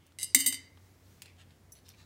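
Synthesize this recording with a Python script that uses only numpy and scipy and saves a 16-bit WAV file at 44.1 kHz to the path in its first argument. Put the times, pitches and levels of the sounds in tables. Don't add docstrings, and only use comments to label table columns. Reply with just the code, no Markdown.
import sys
import numpy as np
from scipy import signal
from scipy.fft import rfft, irfft
from scipy.io import wavfile

SR = 44100
rng = np.random.default_rng(int(sys.argv[2]) if len(sys.argv) > 2 else 0)


def digitize_waveform(pressure):
    field = np.atleast_2d(pressure).T
    bounded = np.clip(field, -1, 1)
    quanta = np.round(bounded * 32767).astype(np.int16)
    wavfile.write(sys.argv[1], SR, quanta)


N = 90404
CLACK_RISE_S = .0007


def amp(db):
    return 10 ** (np.asarray(db) / 20)


def unit(x):
    return x / np.sqrt(np.mean(x ** 2) + 1e-20)


def read(points, hz):
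    f, value = np.transpose(points)
    return np.interp(np.log(hz + 1), np.log(f + 1), value)


def add(mix, s, sound):
    part = mix[round(s * SR):][:len(sound)]
    part += sound[:len(part)]


def octaves(hz):
    return np.log2(np.maximum(hz, 800) / 6000)


def noise(spectrum):
    gain = amp(read(spectrum, np.fft.rfftfreq(N, 1 / SR)))
    return unit(irfft(rfft(rng.standard_normal(N)) * gain, N))


def fade(t, t60):
    return np.exp(-np.log(1000) * t / t60)


def burst(spectrum, t60, rise_s, tilt_db=0, size=8192):
    t, hz = np.arange(size) / SR, abs(np.fft.fftfreq(size, 1 / SR))
    crack = 1 + np.exp(-t / .0014)
    envelope = fade(t, t60) * crack * np.minimum(t / rise_s, 1)
    gain = unit(amp(read(spectrum, hz) + tilt_db * octaves(hz)))
    body = np.exp(signal.hilbert(np.log(gain)).conj())
    return np.fft.ifft(np.fft.fft(rng.standard_normal(size) * envelope) * body).real


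def swells(rows):
    t = np.arange(N) / SR
    return sum(amp(db) * np.exp(-((t - s) / half) ** 2) for s, half, db in rows)


def background():
    # (frequency [Hz], relative level [dB])
    air = [(20, -48), (34, -24.5), (60, -2.5), (90, -10.5), (130, -5.5), (190, -9), (300, -12), (800, -22),
           (1400, -25.5), (2200, -25.5), (2700, -31.5), (5400, -32), (16000, -37.5)]
    hum_hz, width_hz, hum_db, air_db = 91.4, 9.6, -62, -63.5
    t, hz = np.arange(N) / SR, np.fft.rfftfreq(N, 1 / SR)
    phases = np.exp(2j * np.pi * rng.random(len(hz)))
    band = signal.hilbert(irfft(phases / (1 + (2 * (hz - hum_hz) / width_hz) ** 2), N))
    power = abs(band) ** 2
    hum = unit(band.real / np.sqrt(power + .5 * power.mean()))
    opening = amp(np.interp(t, [.178, .192], [-4, 0]))
    return amp(air_db) * noise(air) * np.sqrt(opening) + amp(hum_db) * hum * opening


def scrapes():
    # (centre time [s], half width [s], level [dB], strongest band [Hz])
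    strokes = [(0.057, 0.068, -71.5, 2840), (1.274, 0.057, -62, 2660), (1.407, 0.03, -61, 3350),
               (1.522, 0.057, -73, 3600), (1.775, 0.025, -66, 3800), (1.868, 0.016, -60, 4280),
               (1.908, 0.02, -62.5, 3850), (1.943, 0.015, -66.5, 2240), (2.011, 0.036, -62.5, 4400),
               (2.011, 0.023, -63.5, 2150)]
    # (frequency [multiple of the strongest band], relative level [dB])
    slip_spectrum = [(.05, -11), (.35, -9.5), (.7, -5.5), (1, 2.5), (1.4, -6.5), (2.5, -14.5), (5, -27.5)]
    slips_per_s, spread_db = 3700, 4.5
    slips = (rng.random(N) < slips_per_s / SR) * rng.standard_normal(N)
    slips *= amp(spread_db * np.minimum(rng.exponential(1, N), 3))
    out = np.zeros(N)
    for s, half, db, band_hz in strokes:
        grain = burst(np.array(slip_spectrum) * [band_hz, 1], t60=.03, rise_s=.0002, size=2048)
        out += unit(signal.oaconvolve(slips, grain)[:N]) * swells([(s, half, db)])
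    return out


def taps():
    # (time [s], level [dB], tilt [dB/octave])
    contacts = [(.066, -58.5, 7.5), (.121, -64, -5), (.773, -56.5, -10.5), (1.22, -42, 0.5),
                (1.258, -53, -3), (1.506, -62.5, -6), (1.753, -63, 0), (1.8849, -56, 0)]
    # (frequency [Hz], relative level [dB])
    dish = [(200, -15.5), (800, -10), (1700, -2.5), (2800, 2.5), (4200, 2.5), (5500, -1.5), (9000, 1),
            (12000, -9.5), (16000, -6)]
    out = np.zeros(N)
    for s, db, tilt_db in contacts:
        add(out, s, amp(db) * burst(dish, t60=.043, rise_s=.0003, tilt_db=tilt_db))
    return out


def knocks(rows, clack, clack_t60, mode_db, t60):
    mode_hz = [1986, 2071, 2857, 3043, 3680, 3891, 4194, 4687, 4905, 4990, 6047, 6293, 7650, 7895, 8571,
               8946, 9245, 9543, 10526, 11230, 11567, 12117, 13188]
    spot_db = 1.5
    out, t, hz = np.zeros(N), np.arange(SR) / SR, np.array(mode_hz)
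    modes = np.exp(2j * np.pi * hz[:, None] * t) * fade(t, t60[:, None])
    swing, last_s = 1e-9 * np.exp(2j * np.pi * rng.random(len(hz))), rows[0][0]
    for s, db, tilt_db, ring_db, ring_tilt_db in rows:
        swing = swing * modes[:, round(abs(s - last_s) * SR)]
        scatter_db = spot_db * rng.standard_normal(len(hz))
        strength = amp(ring_db + mode_db + ring_tilt_db * octaves(hz) + scatter_db)
        kick = strength * np.exp(1j * np.angle(swing)) * rng.choice([-1j, 1j], len(hz))
        add(out, s, amp(db) * burst(clack, clack_t60, CLACK_RISE_S, tilt_db))
        add(out, s, (kick @ modes).real * np.minimum(t / CLACK_RISE_S, 1))
        swing, last_s = swing + kick, s
    return out


def bank():
    # (level struck inside [dB], level struck at the slot [dB], t60 [s])
    modes = [(-16, -27, .24), (-5, -8, 0.11), (-15, -12, 0.25), (-12.5, -18.5, 0.36), (-19, -30, .27),
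             (-13.5, -8.5, 0.13), (-23.5, -24, 0.27), (-9.5, -10.5, 0.24), (-15, -24, 0.12),
             (-19, -11.5, 0.26), (-12, -16.5, 0.073), (-15, -8.5, .18), (-6.5, -16, 0.058), (-17, -8, 0.15),
             (1, -1, 0.12), (-9.5, -18, .12), (-15, -11, .15), (-24, -9, .15), (-13.5, -10, 0.13),
             (-13, -23.5, .1), (-10.5, -8.5, 0.081), (-12.5, -19.5, 0.19), (-9.5, -21.5, 0.032)]
    # (time [s], clack [dB], clack tilt [dB/octave], ring [dB], ring tilt [dB/octave])
    chatter = [(.1868, -40.5, -2.5, -38.5, -2.5), (.197, -42.5, -1.5, -41.5, -1.5),
               (.205, -43.5, 0, -42.5, -2), (.2115, -38.5, -1, -39.5, 0.5), (.219, -40.5, -1.5, -39, -1),
               (.2245, -40.5, 2.5, -41.5, 2), (.2297, -27.5, -1.5, -28.5, 3.5), (.243, -32, 2, -38, 6.5),
               (.300, -61.5, -6.5, -59, -7.5)]
    bounces = [(.347, -12, -2, -22, 0.5), (.3893, -30.5, -1, -33, 4), (.398, -33, -3, -44, 7.5),
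               (.404, -27, -2, -30.5, 0), (.4422, -38, 0, -42.5, -6.5), (.4613, -23.5, -3, -27.5, -1),
               (.465, -23.5, 3.5, -31, 4.5), (.470, -29, 6, -34, 6), (.4754, -27, 2.5, -34.5, -1.5),
               (.483, -29, 4, -45, 7), (.5245, -32.5, -6.5, -36.5, -2.5), (.543, -37.5, -5.5, -44, -1)]
    # (frequency [Hz], relative level [dB])
    slot = [(200, -23), (1500, -29), (2400, -22.5), (3000, -11.5), (4800, -5.5), (7000, -2), (8800, 3),
            (11800, -7.5), (13000, -19.5), (15500, -13.5)]
    inside = [(200, -37), (650, -38.5), (1550, -27), (1800, -18), (2100, -6.5), (2500, -23), (2950, -11.5),
              (3300, -22), (3700, -3.5), (4250, -18), (4800, -1), (5400, -16), (6100, 0), (7200, -6),
              (7700, 7), (8100, -5), (8800, 4), (9700, -7), (11500, -2.5), (13200, -3), (15500, -7.5)]
    wall = [(200, -37.5), (1500, -31), (1720, -6), (2250, -2.5), (2450, -26), (6000, -45)]
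    drop_s, drop_db, rest_s, rest_t60 = .347, -23, .559, .43
    inside_db, slot_db, t60 = np.transpose(modes)
    out = knocks(chatter, slot, clack_t60=.02, mode_db=slot_db, t60=.48 * t60)
    out += knocks(bounces, inside, clack_t60=.054, mode_db=inside_db, t60=t60)
    add(out, drop_s, amp(drop_db) * burst(wall, t60=.018, rise_s=CLACK_RISE_S))
    lying_s = np.maximum(np.arange(N) / SR - rest_s, 0)
    return out * fade(lying_s, rest_t60)


def boom():
    # (frequency [Hz], level [dB], t60 [s])
    low_modes = [(252.7, -2, 0.13), (274.2, -11, .5), (325.7, -9.5, 0.096)]
    # (time [s], level [dB])
    landings = [(0.3492, -26.5), (0.4683, -33), (.522, -42)]
    rise_s = .0177
    out, t = np.zeros(N), np.arange(SR) / SR
    hollow = sum((-1) ** k * amp(db) * np.sin(2 * np.pi * hz * t) * fade(t, t60)
                 for k, (hz, db, t60) in enumerate(low_modes))
    for s, db in landings:
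        add(out, s, amp(db) * hollow * np.minimum(t / rise_s, 1))
    return out


def sleeve():
    # (frequency [Hz], relative level [dB])
    cloth = [(300, -5), (2000, 2), (6000, 4), (11000, -3), (16000, 1.5)]
    # (centre time [s], half width [s], level [dB])
    rustles = [(.86, 0.097, -70.5), (1.12, 0.12, -67.5)]
    return noise(cloth) * swells(rustles)


def clicks():
    # (time [s], level [dB])
    collisions = [(1.7208, -50), (1.7248, -55), (1.726, -52), (1.732, -56), (1.8906, -47)]
    # (frequency [Hz], relative level [dB])
    spectrum = [(300, -21), (3800, -28.5), (5500, 4.5), (9000, -5.5), (12000, -7), (16000, -7.5)]
    out = np.zeros(N)
    for s, db in collisions:
        add(out, s, amp(db) * burst(spectrum, t60=.0099, rise_s=.0001))
    return out


def pings():
    # (time [s], frequency [Hz], level [dB], t60 [s])
    rings = [(1.7222, 5980, -58.5, 0.19), (1.7222, 11210, -58.5, 0.21), (1.7222, 15020, -67, .17),
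             (1.8903, 12940, -63, 0.07)]
    split_hz, twin_db = 16.6, 3
    out, t = np.zeros(N), np.arange(SR // 2) / SR
    for s, hz, db, t60 in rings:
        pair = np.sin(2 * np.pi * hz * t) + amp(twin_db) * np.sin(2 * np.pi * (hz + split_hz) * t)
        add(out, s, amp(db) * pair * fade(t, t60))
    return out


def room(x, wet_db):
    # (frequency [Hz], t60 [s])
    decay = [(200, .75), (2000, .62), (3000, .36), (5000, .42), (8500, .25), (15000, .17)]
    reflections = rng.standard_normal(SR) * (np.arange(SR) > .004 * SR)
    hz, t, bands = signal.stft(reflections, SR, nperseg=256)
    tail = signal.istft(bands * fade(t, read(decay, hz)[:, None]), SR, nperseg=256)[1]
    return x + amp(wet_db) * signal.fftconvolve(x, tail / np.linalg.norm(tail))[:N]


def scene():
    coins = bank() + taps() + clicks() + pings() + scrapes()
    return (room(coins, wet_db=-12) + room(boom(), wet_db=-20.5) + sleeve() + background())[None]


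def record(dry):
    edge_hz = 15850
    lowpass = signal.firwin(511, edge_hz, window=("kaiser", 9), fs=SR)
    return signal.oaconvolve(dry, lowpass[None], "same")


dry = scene()
out = record(dry)
digitize_waveform(out)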